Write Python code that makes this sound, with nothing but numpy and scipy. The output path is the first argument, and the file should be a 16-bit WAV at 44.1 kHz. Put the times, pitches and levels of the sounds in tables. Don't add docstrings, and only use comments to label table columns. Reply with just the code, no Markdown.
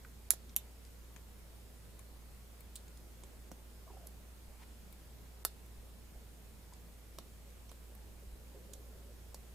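import sys
import numpy as np
from scipy import signal
from scipy.fft import rfft, irfft, next_fast_len
from scipy.io import wavfile
from scipy.ndimage import uniform_filter1d

SR = 44100
rng = np.random.default_rng(int(sys.argv[2]) if len(sys.argv) > 2 else 0)


def store_pcm(level_fs):
    pcm = np.round(np.clip(level_fs, -1, 1) * 32767).astype(np.int16)
    wavfile.write(sys.argv[1], SR, np.atleast_2d(pcm).T)


def natural_amplitude(level_db):
    exponent = np.asarray(level_db, float) / 20
    return 10 ** exponent


N = 420713
LEAD = 24


def evened(x):
    return x / np.sqrt(np.mean(x ** 2) + 1e-20)


def read(points, hz):
    f, value = np.transpose(points)
    return np.interp(np.log(hz + 1), np.log(f + 1), value)


def add(mix, s, sound):
    part = mix[:, round(s * SR):][:, :sound.shape[1]]
    part += sound[:, :part.shape[1]]


def panned(x, db):
    return x * natural_amplitude(np.array([[db / 2], [-db / 2]]))


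def drift(top_hz):
    t = np.arange(0, N / SR + 1, .01)
    slow = 0
    for f in np.geomspace(.2, top_hz, num=24):
        slow = slow + np.sin(2 * np.pi * (f * t + rng.random())) / np.sqrt(f)
    return np.interp(np.arange(N) / SR, t, evened(slow))


def ring(drive, modes):
    t = np.arange(len(drive)) / SR
    body = 0
    for hz, width, db in modes:
        swell_and_fade = width * width * t * np.exp(-np.pi * width * t)
        body = body + natural_amplitude(db) * swell_and_fade * np.sin(2 * np.pi * hz * t)
    out = signal.fftconvolve(drive, body)[:len(drive)]
    return out / abs(out).max()


def crack(rattle_db, rattle_s):
    t = np.arange(2000) / SR
    grit = rng.standard_normal(2000)
    blow = 1. * (t == 0)
    return blow, natural_amplitude(rattle_db) * grit * np.exp(-t / rattle_s)


def coloured(drive, db, build_up=0):
    log_gain = np.log(natural_amplitude(np.maximum(np.r_[db, db[-2:0:-1]], -90)))
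    phase = (1 - build_up) * signal.hilbert(log_gain).imag
    taps = np.roll(np.fft.ifft(np.exp(log_gain - 1j * phase)).real, LEAD)[:1024]
    swell = np.minimum(np.arange(len(taps)) / LEAD, 1)
    return signal.fftconvolve(drive, taps * swell)[:len(drive)]


def room(x):
    # (f/Hz, time to fall 60 dB/s)
    decay = [(300, 0.089), (1000, 0.065), (3500, 0.17), (8000, 0.094), (15000, 0.085)]
    taps = np.zeros((2, SR // 2))
    starts = np.arange(100, SR // 2 - 12, 12)
    at = starts + rng.integers(0, 12, (2, len(starts)))
    np.put_along_axis(taps, at, rng.choice([-1., 1.], at.shape), 1)
    hz, t, z = signal.stft(taps, SR, nperseg=128)
    fade = natural_amplitude(-60 * t / read(decay, hz)[:, None])
    tail = signal.istft(z * fade, SR, nperseg=128)[1]
    return signal.fftconvolve(x, tail / np.linalg.norm(tail[0]), axes=1)[:, :N]


def air():
    # (f/Hz, likeness from 0 to 1)
    likeness = [(30, 0.7), (120, 0.55), (500, 0.54), (1000, 0.21), (4000, 0.056), (6000, 0.12), (7500, 1),
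                (15000, 1)]
    # (f/Hz, level/dB per Hz)
    hiss_colour = [(20, 4), (33, -3), (45, 2.5), (90, 3.5), (130, -2), (160, -3), (200, 0.5), (270, -6.5),
                   (430, -6), (650, -10.5), (1200, -15.5), (2800, -19), (6600, -21.5), (7100, -21.5),
                   (15500, -22.5)]
    seam_hz, edge_hz, level_db = 11800, 15260, -58.5
    frames, hz = N // 512 + 6, np.fft.rfftfreq(2048, 1 / SR)
    a, b, c, d, patches = rng.standard_normal((frames, 1025, 5)).T
    patches = evened(uniform_filter1d(uniform_filter1d(patches, 20, 0), 8, 1))
    same = np.clip(read(likeness, hz), -1, 1)[:, None]
    left = a + 1j * b
    right = same * left + np.sqrt(1 - same ** 2) * (c + 1j * d)
    seam = 1 - .8 * np.exp(-((hz - seam_hz) / 40) ** 2)
    edge = seam / (1 + (hz / edge_hz) ** 60)
    z = np.array([left, right]) * edge[:, None] * natural_amplitude(read(hiss_colour, hz)[:, None] + .9 * patches)
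    return natural_amplitude(level_db) * evened(signal.istft(z, nperseg=2048, noverlap=1536)[1][:, :N])


def hum():
    # (multiple of its speed, level/dB)
    overtones = [(1, -55), (1.5, -79.5), (2, -75.5), (3, -81.5), (4, -83)]
    speed_hz, wander, sway_db = 58.3, .01, .6
    turns = np.cumsum(speed_hz * (1 + wander * drift(6))) / SR
    drone = 0
    for k, db in overtones:
        drone = drone + np.sqrt(2) * natural_amplitude(db + sway_db * drift(8)) * np.sin(2 * np.pi * k * turns)
    return drone


def bumps():
    # (t/s, peak level/dB, f/Hz, time to fall 60 dB/s)
    thuds = [
        (4.478, -44, 28, 0.14),
        (5.779, -40, 35, 0.14),
        (6.159, -42, 39.3, 0.12),
        (8.268, -36.5, 46, 0.073),
        (8.324, -36, 47.7, 0.11),
    ]
    out, t = np.zeros((2, N)), np.arange(SR // 4) / SR
    for s, db, hz, t60 in thuds:
        soft_start = 1 - np.exp(-t / 0.0075)
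        thud = soft_start * natural_amplitude(db - 60 * t / t60) * np.sin(2 * np.pi * hz * t)
        add(out, s, panned(thud, 0))
    return out


def judder(start, end, db, first_hz, last_hz, gap):
    uneven_s, uneven_db, uneven_pitch = 0.00278, -0.5, 0.099
    late, strong, sharp = rng.standard_normal((14, 3)).T
    s = start + gap * np.arange(len(late))
    hz = np.interp(s, [start, end], [first_hz, last_hz]) * (1 + uneven_pitch * sharp)
    return list(zip(s + uneven_s * late, db + uneven_db * strong, hz, s < end))


def slips():
    # (t/s, peak level/dB,
    # f/Hz)
    single_slips = [(3.516, -46.5, 230), (3.99, -61, 680), (3.876, -56, 1080), (3.898, -54, 1000),
                    (3.902, -53, 417), (3.937, -53, 710), (3.943, -54, 466), (3.969, -52, 720),
                    (4.02, -59, 650), (4.047, -60, 606), (6.721, -55, 980), (8.224, -54, 470),
                    (8.546, -49.5, 474), (8.563, -51.5, 400), (8.65, -54, 463)]
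    # (start t/s, end t/s, peak level/dB, first f/Hz, last f/Hz)
    judders = [
        (3.868, 4.046, -56, 735, 606),
        (8.272, 8.52, -71, 400, 450),
        (8.583, 8.63, -57, 493, 510),
        (8.688, 8.8, -56, 453, 470),
        (8.841, 9.12, -61, 497, 543),
    ]
    gaps = [.034, 0.027, 0.021, .021, 0.022]
    # (f/Hz, level/dB per Hz)
    rustle_colour = [(530, -28), (900, 5), (1420, -8), (1650, -1), (2960, -7), (4100, -9), (12000, -20),
                     (15600, -43), (22000, -120)]
    out, width = np.zeros((2, N)), 170
    rows = [(*row, True) for row in single_slips]
    for row, gap in zip(judders, gaps):
        rows += judder(*row, gap)
    for s, db, hz, on in rows:
        drive = sum(crack(-20.5, 0.012))
        if on:
            hollow = ring(drive, [(hz, width, 0), (1.57 * hz, 2 * width, -20)])
            add(out, s, natural_amplitude(db) * panned(hollow, -0.71))

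    rub_s, seconds, rub_db = 4.585, 0.054, -62.5
    middle, side = rng.standard_normal((2, SR // 10))[:, :round(seconds * SR)]
    colour = read(rustle_colour, np.fft.rfftfreq(2048, 1 / SR))
    rustle = np.array([coloured(middle + .5 * k * side, colour) for k in (1, -1)])
    add(out, rub_s, natural_amplitude(rub_db) * evened(rustle) * np.linspace(.3, 1.3, num=len(middle)))
    return out


def ticks():
    # (t/s, peak level/dB, bright ring f/Hz, body level/dB, left over right level/dB)
    taps = [(0.4943, -49.5, 5650, -28, -1.0), (0.8505, -49, 7280, -25, 4), (1.9928, -47.5, 10300, -11, 17),
            (2.606, -50, 12400, -17, 14), (2.8809, -50.5, 6980, -22, -1.5),
            (2.9726, -50.5, 7020, -28, -1.5), (4.9257, -47, 12300, -21, 13), (5.6615, -53, 11600, -15, -5),
            (6.736, -47, 6960, -25, -4), (7.5033, -59, 8900, -24, 16), (7.693, -49, 5880, -16, -8),
            (7.9506, -49, 12700, -15, -11)]
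    # (f/Hz, width/Hz, level/dB)
    middle_modes = [(2300, 270, -1), (3830, 790, -8)]
    # (f/Hz, width/Hz, level/dB)
    body_modes = [(432, 530, 0), (1055, 350, 10), (1420, 1380, 1)]
    out = np.zeros((2, N))
    for s, db, hz, body_db, pan_db in taps:
        drive = sum(crack(-7.0, 0.0025))
        bright = ring(drive, [(hz, 2000, 0), (hz * 0.73, 2000, -5), (min(hz * 1.32, 14200), 2000, -9)])
        middle = natural_amplitude(-13.5) * ring(drive, middle_modes)
        add(out, s, natural_amplitude(db) * panned(bright + middle, pan_db))
        body = ring(drive, body_modes)
        add(out, s, natural_amplitude(db + body_db + 2) * panned(body, 0.27 * pan_db))
    return out


def grip(hz, ring_hz, thud_db, shell_db):
    # (f/Hz, level/dB per Hz)
    thud = [(120, -34), (220, 8), (1080, 1.5), (1500, -28), (2300, -2), (4000, -44)]
    # (f/Hz, level/dB per Hz)
    shell = [(1500, -38), (2750, -3), (3700, 1), (4500, -8), (7900, 5), (10500, -7), (14500, -22),
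             (15800, -46)]
    width_hz = 810
    off_tune = ring_hz / width_hz * (hz / ring_hz - ring_hz / (hz + 1))
    free = 1 / (1 + off_tune ** 2) ** 2
    thud_power = natural_amplitude(2 * (read(thud, hz) + thud_db))
    shell_power = natural_amplitude(2 * (read(shell, hz) + shell_db))
    return 10 * np.log10(free + thud_power + shell_power)


def strike(db, pan_db, rattle_db, rattle_s, colour, loose, echoes):
    left_lag = 0.3
    hz = np.fft.rfftfreq(2048, 1 / SR)
    shade = np.clip(hz / 5000, 0, 1) / 2
    sides = [side * pan_db * shade for side in (1, -1)]
    blow, rattle = crack(0, rattle_s)
    rattle = rattle * np.minimum(np.arange(len(rattle)) / (SR * 0.001), 1) ** 2
    rattle = rattle / np.linalg.norm(rattle)
    for late, gain_db in echoes:
        rattle = rattle + natural_amplitude(gain_db) * np.roll(blow, round(late * SR))
    chance = uniform_filter1d(abs(rfft(rattle, 2048)) ** 2, size=16)
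    blurred = loose - 10 * np.log10(chance)
    blow = np.array([coloured(blow, colour + g, .45) for g in sides])
    rattle = np.array([coloured(rattle, blurred + g) for g in sides])
    click = blow + natural_amplitude(rattle_db) * rattle * np.linalg.norm(blow) / np.linalg.norm(rattle)
    delays = [np.sinc(np.arange(-8, 9) - d) for d in (left_lag, 0)]
    click = np.array([np.convolve(c, delay, "same") for c, delay in zip(click, delays)])
    return click * natural_amplitude(db) / abs(click.mean(0)[:70]).max()


def snaps():
    # (t/s, peak level/dB, left over right level/dB, rattle level/dB, rattle fade/s)
    pins = [
        (0.3059, -1.5, -5, -9.5, 0.0038),
        (0.5636, -10.5, -4, -7, 0.0036),
        (5.4505, -10.5, -4, -2.5, 0.0027),
    ]
    # (f/Hz, level/dB per Hz)
    beams = [
        [(120, -53), (300, -34), (2400, -21), (2900, -31), (3400, -20.5), (6400, -11), (6800, -5), (7400, -5),
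         (8600, -17), (9600, -2), (10800, 0), (12800, -8), (13200, -21), (14400, -4), (15200, -11),
         (15800, -26)],
        [(120, -48), (300, -31), (800, -22), (1400, -41), (2900, -18), (3600, -17), (4600, -38), (5600, -16),
         (6800, -18), (7400, -6), (9800, -23), (11200, -3), (12400, 4), (13600, -16), (15400, -18),
         (15800, -31)],
        [(120, -37), (300, -17), (900, 1), (1500, -3), (2300, -18), (5200, -3), (6200, -21), (6800, -7),
         (9800, -6), (10600, -16), (11000, -5), (12600, 3), (13400, -17), (14200, -1), (15000, -5),
         (15800, -25.5)],
    ]
    # (f/Hz, level/dB per Hz)
    beam_rattles = [
        [(120, -40), (300, -30), (700, -21), (1700, -8), (2500, -15.5), (5200, -13), (6000, -19), (7000, 1),
         (8600, -12), (9200, -6), (11800, -1), (12200, -6), (14800, -4), (15800, -27)],
        [(120, -52), (300, -36), (800, -23), (1700, -25), (3400, -11), (5200, -27), (6200, -11), (7600, -12),
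         (8400, -22), (10000, -8), (11000, -7), (11600, -7), (15200, -24), (15800, -32)],
        [(120, -21), (300, -10), (900, -10), (1500, -5), (2400, -21), (3600, -11), (6000, -11), (8600, -6),
         (9000, -9), (10000, 2), (11000, -11), (13600, -3), (14800, -10), (15800, -33)],
    ]
    # (t/s, peak level/dB, left over right level/dB, rattle level/dB, rattle fade/s)
    clacks = [
        (2.7564, -27.5, -4, 4.5, 0.0075),
        (3.5162, -35, -5, -2.5, 0.005),
        (4.0701, -36, -5, 1, .003),
        (7.1861, -29, -5, 0.5, 0.0029),
        (8.7351, -33.5, -6, 2.5, .004),
        (9.3451, -32, -3, 0.5, 0.0034),
        (.3356, -33, -4, 2.5, 0.0037),
        (1.163, -39.5, 14, 3, .004),
        (7.7162, -37, -12, -1, .004),
    ]
    # (f/Hz, level/dB per Hz)
    clack_colours = [
        [(120, -27), (300, -12), (1300, -20), (1800, -31), (3000, -5), (5200, -16), (9000, 2), (10800, -15),
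         (14000, -17), (14800, 2), (15800, -8)],
        [(120, -17), (300, 1), (800, 3), (4000, -26), (5000, -17), (5800, -4), (6600, -28), (7800, -17),
         (12000, -30), (12400, -19), (15800, -33)],
        [(120, -43), (300, -28), (800, -31), (1200, -20), (1800, -30), (6400, -23), (7200, -16), (10400, -11),
         (11000, 2), (13800, -3), (15800, -33)],
        [(120, -26), (300, -1), (1000, 3), (1800, -22), (3800, -9), (4600, -34), (5400, -2), (8200, -26),
         (8600, -41), (11800, -13), (15800, -22.5)],
        [(120, -25), (300, -13), (1200, -20), (1900, -37), (3400, -1), (6400, -11), (6800, 3), (11400, -7),
         (12000, -21), (13400, -7), (15800, -28)],
        [(120, -23), (300, 1), (900, 4), (2400, -31), (4800, -5), (6400, -13), (7600, -4), (11200, -9),
         (11800, -17), (13000, -3), (15800, -34)],
        [(120, -17), (300, -4), (700, 8), (1200, 4), (2900, -26), (4000, -11), (8600, -15), (9000, -5),
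         (13200, -8), (13800, -16), (15800, -20)],
        [(120, -27), (300, -15), (2700, 2), (5000, -15), (7200, 0), (9600, -31), (10200, -11), (12600, -31),
         (13000, -14), (15600, -36), (15800, -29)],
        [(120, -22), (300, -2), (1000, 4), (2000, -22), (2400, -12), (5000, -13), (6200, -26), (7600, -9),
         (13800, -10), (15400, -34), (15800, -54)],
    ]
    # (f/Hz, level/dB per Hz)
    clack_rattles = [
        [(120, -33), (300, -20), (1700, -24), (4000, 0), (5600, -11), (8800, 4), (10800, -10), (14000, -14),
         (15000, -3), (15800, -18)],
        [(120, -15), (300, 0), (3600, -22), (3800, -31), (5800, -11), (9600, -15), (10200, -21), (11400, -14),
         (12200, -22), (15800, -24)],
        [(120, -32), (300, -17), (2500, -30), (2800, -21), (6600, -8), (10200, -9), (11400, 0), (13000, -13),
         (13600, -9), (15800, -21)],
        [(120, -15), (300, -4), (1000, -3), (2000, -24), (4000, -7.5), (7400, -20), (8000, -8), (10600, -25),
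         (11600, -12), (15800, -31)],
        [(120, -29), (300, -16), (2100, -20), (3200, -13), (5200, -14), (6800, -2), (9000, -12), (12600, -11),
         (15200, -25), (15800, -37)],
        [(120, -14), (300, -3), (900, -4), (2000, -17), (2600, -12), (3200, -20), (4600, -2), (7800, -6),
         (13600, -9), (15800, -29)],
        [(120, -21), (300, -1), (1100, -6), (2300, -14), (7000, -10), (8200, -10), (11000, -4), (11200, -5),
         (14600, -7), (15800, -17)],
        [(120, -23), (300, -8), (1200, -1), (3000, -7), (4000, -21), (5400, -20), (7000, -6), (8200, -27),
         (10200, -15), (15800, -26)],
        [(120, -18), (300, 0), (900, 0), (2300, -15), (3800, -9), (6000, -25), (9800, -13), (13800, -28),
         (14200, -22), (15800, -41)],
    ]
    # (delay t/s, level/dB)
    reflections = [
        [(0.011, -20)],
        [(.003, 2), (.015, -21)],
        [(.0017, -5)],
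        [(.0055, -8), (.0064, -4)],
        [(.0018, -2)],
        [(.0026, 3)],
        [(.0016, -7)],
        [(.0028, -2)],
        [(.0012, -11), (.0019, -6)],
        [],
        [],
        [(.0019, -3)],
    ]
    # (t/s, peak level/dB, ring f/Hz, thud level/dB, shell level/dB)
    knocks = [
        (0.049, -43.5, 1500, -24, -36.5),
        (3.2365, -37, 8900, 3.5, -1),
    ]
    near, far = np.zeros((2, 2, N))
    hz = np.fft.rfftfreq(2048, 1 / SR)
    hits = []
    for row, beam, loose, echoes in zip(pins + clacks, beams + clack_colours,
                                         beam_rattles + clack_rattles, reflections):
        hits.append((*row, -10, read(beam, hz), read(loose, hz), echoes))
    for s, db, *how in knocks:
        colour = grip(hz, *how)
        hits.append((s, db, -4, 0, 0.0025, -9, colour, colour, []))
    for s, db, pan_db, rattle_db, rattle_s, room_db, colour, loose, echoes in hits:
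        click = strike(db, pan_db, rattle_db, rattle_s, colour, loose, echoes)
        creep = natural_amplitude(db - 45.5) * np.diff(rng.standard_normal(61)) * np.linspace(0, 1, num=60)
        add(near, s - 60 / SR, panned(creep, pan_db))
        add(near, s - LEAD / SR, click)
        add(far, s - LEAD / SR, natural_amplitude(room_db) * click)
    return near, far


def scene():
    background = panned(air() + hum(), -1.3)
    small = slips() + ticks()
    near, far = snaps()
    return near + small + room(far + natural_amplitude(-8) * small) + bumps() + background


def band_limit(x):
    return signal.sosfilt(signal.butter(12, 16840, fs=SR, output="sos"), x)


def record(dry):
    # (from t/s, to t/s, share lost)
    hush = [
        (.292, .300, .8),
        (.548, .554, 1.),
        (3.497, 3.508, .4),
        (5.436, 5.442, 1.),
        (9.338, 9.342, .5),
    ]
    edge_hz, treble_hz = 16160, 1300
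    size = next_fast_len(N)
    hz, t = np.fft.rfftfreq(size, 1 / SR), np.arange(N) / SR
    spectrum = rfft(dry, size, axis=1) / (1 + (hz / edge_hz) ** 60)
    whole = irfft(spectrum, size, axis=1)[:, :N]
    treble = irfft(spectrum / (1 + (treble_hz / (hz + 1)) ** 8), size, axis=1)[:, :N]
    lost = sum(share * ((t > a) & (t < b)) for a, b, share in hush)
    return band_limit(whole - treble * uniform_filter1d(lost, 60))


dry = scene()
out = record(dry)
store_pcm(out)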